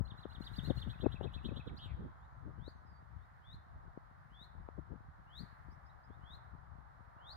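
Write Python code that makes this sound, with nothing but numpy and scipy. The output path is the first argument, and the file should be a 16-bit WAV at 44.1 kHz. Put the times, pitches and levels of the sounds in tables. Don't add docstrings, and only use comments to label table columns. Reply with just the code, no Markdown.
import sys
import numpy as np
from scipy import signal
from scipy.fft import rfft, irfft
from scipy.io import wavfile
from scipy.ndimage import uniform_filter1d

SR = 44100
rng = np.random.default_rng(int(sys.argv[2]) if len(sys.argv) > 2 else 0)


def file_out(sig):
    cols = np.atleast_2d(sig).T
    lim = np.clip(cols, -1, 1)
    pcm = np.round(lim * 32767).astype(np.int16)
    wavfile.write(sys.argv[1], SR, pcm)


N = 324576
TIME = np.arange(N) / SR

# t/s from its beat, length/s, start f/Hz, end f/Hz, arch/Hz,
# level/dB, buzz depth/Hz
LISP_NOTES = [(-.064, .026, 4180, 4020, 0, -9, 0), (-.051, .017, 2820, 2920, -30, -20, 0),
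              (-.04, .021, 2850, 5000, 0, -11, 0), (-.013, .023, 3550, 2500, 600, -3, 0)]
RATTLE_NOTES = [(-.018, 0.014, 2750, 2800, 81, -15, 3), (-.003, 0.0344, 2996, 3532, 333, 3, 365),
                (.036, .026, 2218, 1854, 568, -5.5, 8), (.062, 0.033, 2440, 2420, 200, -27, -1)]
SNAP_NOTES = [(-.014, .027, 3540, 3050, 250, 4.5, 347), (.006, 0.025, 3010, 840, 0, 2, 249)]
FLOURISH_NOTES = [(-.061, 0.024, 3900, 5450, -350, -10, 200), (-.041, .03, 3030, 3330, 97, -9.5, 250),
                  (-.03, .085, 3212, 2800, 560, -3.5, 424), (.035, .095, 2840, 1924, -100, -15, 330)]
# t/s, level/dB
LISP_BEATS = [(0.111, -57.5), (0.237, -56.5), (.357, -56.5), (.474, -51), (.593, -48.5), (0.705, -47.5),
              (.826, -49)]
RATTLE_BEATS = [(0.892, -61), (1.003, -58.5), (1.115, -58), (1.227, -59), (1.334, -59), (1.443, -56.5),
                (1.558, -58)]
SNAP_BEATS = [(1.681, -64)]
FLOURISH_BEATS = [(1.825, -52)]
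# t/s, length/s, level/dB, start f/Hz, end f/Hz, shoulder height/Hz
WARBLER_WHISTLES = [(.545, .13, -58.5, 2900, 4450, 120), (2.15, .11, -83, 2850, 4050, 50),
                    (2.56, .142, -62, 2750, 4850, 0), (3.14, .11, -84, 2950, 3950, 50),
                    (3.405, .147, -61, 2800, 4350, 300), (4.29, .162, -59, 2700, 4350, 280),
                    (5.26, .155, -53, 2650, 4750, 0), (6.05, .11, -81, 2900, 3950, 50),
                    (6.2, .157, -58, 2780, 4300, 130), (7.18, .155, -53, 2700, 4850, 0)]
# fraction of its length, level/dB
WHISTLE_ENVELOPE = [(0, -34), (.35, -20), (.7, -5), (.87, -3.5), (1, -13)]
# t/s, length/s, start f/Hz, end f/Hz, level/dB
FAR_NOTES = [(.443, .024, 4620, 4800, -65), (.558, .022, 4700, 4700, -61), (2.85, .09, 5150, 4700, -82),
             (2.925, .085, 4620, 4600, -83), (1.82, .07, 11400, 11200, -86), (1.84, .06, 7700, 7400, -86),
             (2.08, .38, 7300, 6000, -96), (2.68, .15, 6900, 5700, -92), (5.7, .04, 4400, 6000, -77),
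             (5.853, .03, 4850, 5450, -79), (5.89, .022, 3600, 4200, -79), (6.03, .03, 4750, 5300, -80)]
# t/s, level/dB, half-length/s, roll-off f/Hz, lean/dB
PORT_EDDIES = [(0.004, -35.5, .008, 174, 23), (0.255, -46, 0.0029, 500, 31), (.381, -52.5, 0.0032, 158, 8),
               (0.407, -46.5, 0.0044, 217, 28), (.586, -39.5, 0.005, 210, 38), (.683, -38, 0.0074, 205, 16),
               (0.704, -31.5, 0.0092, 365, 39), (0.78, -44.5, 0.006, 127, 15),
               (0.874, -39.5, 0.014, 196, 23), (1.04, -36.5, 0.012, 370, 28), (1.064, -29, 0.0052, 335, 45),
               (1.211, -43.5, 0.005, 500, 34), (1.248, -42, .018, 470, 30), (1.456, -41, 0.013, 209, 18),
               (1.489, -44.5, 0.0065, 260, 29), (1.521, -45, 0.01, 310, 32), (1.571, -46, 0.016, 254, 24),
               (1.673, -44.5, .009, 250, -14), (1.722, -45, 0.037, 193, -5),
               (1.998, -46.5, 0.023, 217, -5.5), (2.042, -44, 0.039, 224, -4.5),
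               (2.478, -45.5, 0.034, 245, 9.5), (2.591, -44.5, 0.0085, 131, 27),
               (2.68, -51.5, 0.0035, 433, 30), (3.163, -53.5, 0.0031, 101, 35),
               (3.544, -56.5, 0.0037, 91, -2.5), (3.751, -57.5, .03, 90, 2.5),
               (3.879, -52, 0.0049, 145, 16), (3.975, -49.5, .001, 417, 36),
               (4.598, -51.5, 0.0089, 103, 15), (4.688, -52, 0.00076, 600, 40),
               (4.788, -44, 0.0087, 229, 30), (4.924, -45, 0.019, 237, 21), (5.086, -58, 0.0027, 105, -4),
               (5.423, -47.5, 0.026, 165, 20), (5.686, -53, 0.0042, 132, 24), (6.104, -54, 0.0052, 207, 18),
               (6.538, -56.5, 0.0022, 120, 23)]
# t/s, level/dB, lean/dB before scaling
BREEZE_LEVELS = [(0.04, -53, 17), (0.22, -60, 16), (0.79, -51, 16), (0.96, -67, -15.5), (1.14, -49, 28.5),
                 (1.4, -50, 12), (1.61, -52.5, 13), (1.67, -71, -6), (1.91, -48.5, 14.5), (2.12, -63, -6),
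                 (2.42, -58, 14), (3.48, -67.5, -1), (4.95, -60.5, 18), (5.11, -66, 0), (5.4, -65.5, 10),
                 (6.56, -59, 14), (7.32, -67.5, 10), (7.36, -55.5, -17)]
# t/s, low-band level/dB, high-band level/dB
TRAFFIC_LEVELS = [(0.0, -64.5, -81), (0.59, -66, -68), (1.74, -65, -79), (2.97, -68.5, -80),
                  (3.34, -70.5, -77), (3.85, -66.5, -81), (4.26, -69.5, -77.5), (4.59, -67, -78.5),
                  (4.86, -68.5, -81), (5.2, -68, -80.5), (5.47, -67, -73), (6.01, -67, -79),
                  (6.46, -64.5, -76.5), (6.64, -67.5, -81), (6.87, -66.5, -79.5), (7.07, -67.5, -77.5),
                  (7.36, -60.5, -80)]
# f/Hz, level/dB
BREEZE_SPECTRUM = [(15, -29), (25, -24), (33, -8), (46, -7.5), (65, 2), (100, -5), (140, -6.5), (220, -24),
                   (450, -36), (800, -40), (1500, -106)]
TRAFFIC_SPECTRUM = [(200, -20.5), (400, -18.5), (560, -10.5), (750, -2), (1000, -1.5), (1350, -2),
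                    (1700, -4.5), (1950, -8), (2200, -16), (2600, -26), (3500, -34)]
HISS_SPECTRUM = [(1500, -4), (2600, -2), (3300, 0), (4100, 1), (4700, -3), (6500, -3), (7600, -7),
                 (12000, -8), (13500, -12), (16000, -13)]


def finch(lean_db=-.5):
    song = np.zeros((2, N))
    for notes, beats in ((LISP_NOTES, LISP_BEATS), (RATTLE_NOTES, RATTLE_BEATS),
                         (SNAP_NOTES, SNAP_BEATS), (FLOURISH_NOTES, FLOURISH_BEATS)):
        for beat, db in beats:
            for delay, *shape in notes:
                add(song, beat + delay, amp(db + rng.uniform(-1.5, 4.5)) * finch_note(*shape))
    return scrub(song * sides(lean_db), lag_ms=.36, near_db=-7, near_t60=.1, far_db=-10.5, far_t60=.8)


def finch_note(length, from_hz, to_hz, arch_hz, db, depth_hz, buzz_hz=218, pitch_spread=.012):
    t = np.arange(0, length, 1 / SR)
    progress = t / length
    flutter = 2 * np.pi * buzz_hz * t * rng.uniform(.93, 1.03)
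    throb = 1 + np.clip(.27 * depth_hz / 400, 0, 1) * np.cos(flutter)
    glide = from_hz + (to_hz - from_hz) * progress + arch_hz * (1 - (2 * progress - 1) ** 2)
    hz = glide * (1 + pitch_spread * rng.standard_normal()) + depth_hz * np.sin(flutter)
    envelope = abs(np.sin(np.pi * progress)) ** 1.4
    return throb * envelope * syrinx(hz, db)


def syrinx(hz, db, octave_db=-48):
    phase = 2 * np.pi * np.cumsum(hz) / SR
    tone = np.sin(phase) + amp(octave_db) * np.sin(2 * phase)
    return np.sqrt(2) * amp(db) * tone * signal.windows.tukey(len(hz), .06)


def warbler(quaver=.01, shoulder_db_per_hz=.0288, lean_db=5.5):
    song, waver = np.zeros((2, N)), wander(200)
    for start, length, db, from_hz, to_hz, shoulder_hz in WARBLER_WHISTLES:
        progress = np.linspace(0, 1, round(length * SR))
        rise = .6 * progress + .4 * progress ** 3.7
        shoulder = shoulder_hz * np.exp(-((progress - .403) / .2) ** 2)
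        glide = from_hz + (to_hz - from_hz) * rise + shoulder
        jitter = quaver * np.roll(waver, -round(start * SR))[:len(progress)]
        swell_db = db + curves(WHISTLE_ENVELOPE, progress)[0] + shoulder_db_per_hz * shoulder
        add(song, start, sides(lean_db) * syrinx(glide * (1 + jitter), swell_db))
    return scrub(song, lag_ms=-.24, near_db=-1, near_t60=.068, far_db=-6.5, far_t60=.42)


def far_birds():
    song = np.zeros((2, N))
    for start, length, from_hz, to_hz, db in FAR_NOTES:
        progress = np.linspace(0, 1, round(length * SR))
        add(song, start, np.sin(np.pi * progress) * syrinx(from_hz + (to_hz - from_hz) * progress, db))
    return scrub(song, lag_ms=-.5, near_db=-3, near_t60=.1, far_db=-12, far_t60=.5)


def scrub(song, lag_ms, near_db, near_t60, far_db, far_t60):
    t = np.arange(SR) / SR
    near, far = rng.standard_normal((2, 2, SR)) * (rng.random((2, 2, SR)) < .08) * (t > .002)
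    response = 0
    for echoes, db, t60 in ((near, near_db, near_t60), (far, far_db, far_t60)):
        tail = echoes * amp(-60 * t / t60)
        response = response + amp(db) * tail / np.linalg.norm(tail, axis=1, keepdims=True)
    direct = np.array([np.roll(song[0], round(lag_ms * SR / 1000)), song[1]])
    return direct + signal.fftconvolve(song, response, axes=1)[:, :N]


def buffets(turbulent_s=.0035, span_s=.013, gain_db=6.5):
    wind, t = np.zeros((2, N)), np.arange(-4096, 4096) / SR
    for centre, db, half_length, edge_hz, lean_db in PORT_EDDIES:
        burst = rng.standard_normal((2, len(t))) * np.exp(-(t / half_length) ** 2)
        burst /= np.linalg.norm(burst, axis=1, keepdims=True)
        pressure = (t == 0) + half_length / turbulent_s * burst
        for corner_hz, kind in ((edge_hz, "low"), (2.02 * edge_hz, "low"), (.26 * edge_hz, "high")):
            pressure = signal.sosfilt(signal.butter(2, corner_hz, kind, fs=SR, output="sos"), pressure)
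        pressure /= np.sqrt(np.sum(pressure ** 2, axis=1, keepdims=True) / (span_s * SR))
        add(wind, centre + t[0], amp(db + gain_db) * sides(lean_db) * pressure / np.sqrt(2))
    return wind


def breeze(lumpy_db=2, puffs_per_s=14, puff_db=-7, puff_band_hz=(55, 159.5)):
    lumps = unit(amp(lumpy_db * np.array([wander(23) for port in range(2)])))
    rumble = lumps * noise(BREEZE_SPECTRUM)
    impulses = rng.uniform(-1, 1, (2, N)) * (rng.random((2, N)) < puffs_per_s / SR)
    puffs = signal.sosfilt(signal.butter(2, puff_band_hz, "band", fs=SR, output="sos"), impulses)
    return wind_strength() * (rumble + amp(puff_db) * unit(puffs))


def wind_strength(breeze_gain_db=4, lean_scale=.87, gust_db=-7, gust_s=.048):
    db, lean_db = curves(BREEZE_LEVELS, TIME)
    power = (amp(db + breeze_gain_db) * sides(lean_scale * lean_db)) ** 2
    for centre, eddy_db, _, edge_hz, eddy_lean_db in PORT_EDDIES:
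        gust = amp(eddy_db + gust_db) * (200 / edge_hz) ** 1.56
        power += (gust * sides(eddy_lean_db)) ** 2 * np.exp(-((TIME - centre) / gust_s) ** 2)
    return np.sqrt(power)


def traffic(coherent_share=.32, lag_ms=.56, split_hz=1500, gain_db=3, lean_db=-.9):
    low_db, high_db = curves(TRAFFIC_LEVELS, TIME)
    left, right, road = noise(TRAFFIC_SPECTRUM, channels=3)
    direct = np.array([road, np.roll(road, round(lag_ms * SR / 1000))])
    roar = np.sqrt(1 - coherent_share) * np.array([left, right]) + np.sqrt(coherent_share) * direct
    low = signal.sosfiltfilt(signal.butter(4, split_hz, fs=SR, output="sos"), roar)
    return amp(gain_db) * sides(lean_db) * (amp(low_db) * unit(low) + amp(high_db) * unit(roar - low))


def noise(spectrum, channels=2):
    hz, db = np.transpose(spectrum)
    gain = amp(np.interp(np.log(np.fft.rfftfreq(N, 1 / SR) + 1), np.log(hz + 1), db))
    return unit(irfft(rfft(rng.standard_normal((channels, N))) * gain, N))


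def wander(rate_hz):
    gain = np.exp(-(np.fft.rfftfreq(N, 1 / SR) / rate_hz) ** 2)
    return unit(irfft(rfft(rng.standard_normal(N)) * gain, N))


def amp(db):
    return 10 ** (np.asarray(db) / 20)


def unit(x):
    return x / np.sqrt(np.mean(x ** 2) + 1e-20)


def sides(lean_db):
    gains = amp(np.array([lean_db, -lean_db]).reshape(2, -1) / 2)
    return gains / np.sqrt(np.mean(gains ** 2, axis=0))


def curves(rows, t):
    times, *columns = np.transpose(rows)
    return [np.interp(t, np.sort(times), column) for column in columns]


def add(mix, start_s, sound):
    start = round(start_s * SR)
    sound = sound[..., max(-start, 0):]
    part = mix[:, max(start, 0):][:, :sound.shape[-1]]
    part += sound[..., :part.shape[1]]


def scene(hiss_db=-85.3):
    birds = finch() + warbler() + far_birds()
    return birds + traffic() + breeze() + buffets() + amp(hiss_db) * noise(HISS_SPECTRUM)


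def record(dry, treble_hz=5200, threshold_db=-80, slope=.6, rest_db=-7, limit_hz=15750):
    song = signal.sosfiltfilt(signal.butter(3, [3850, 6000], "band", fs=SR, output="sos"), dry)
    song_power = uniform_filter1d(np.mean(song ** 2, axis=0), size=1800)
    song_db = 10 * np.log10(abs(song_power) + 1e-14)
    treble = signal.sosfiltfilt(signal.butter(8, treble_hz, "high", fs=SR, output="sos"), dry)
    treble_gain = amp(rest_db + slope * np.maximum(song_db - threshold_db, 0))
    expanded = dry + treble * (treble_gain - 1)
    low_pass = signal.firwin(511, limit_hz, window=("kaiser", 9), fs=SR)
    return signal.oaconvolve(expanded, low_pass[None], "same")


dry = scene()
out = record(dry)
file_out(out)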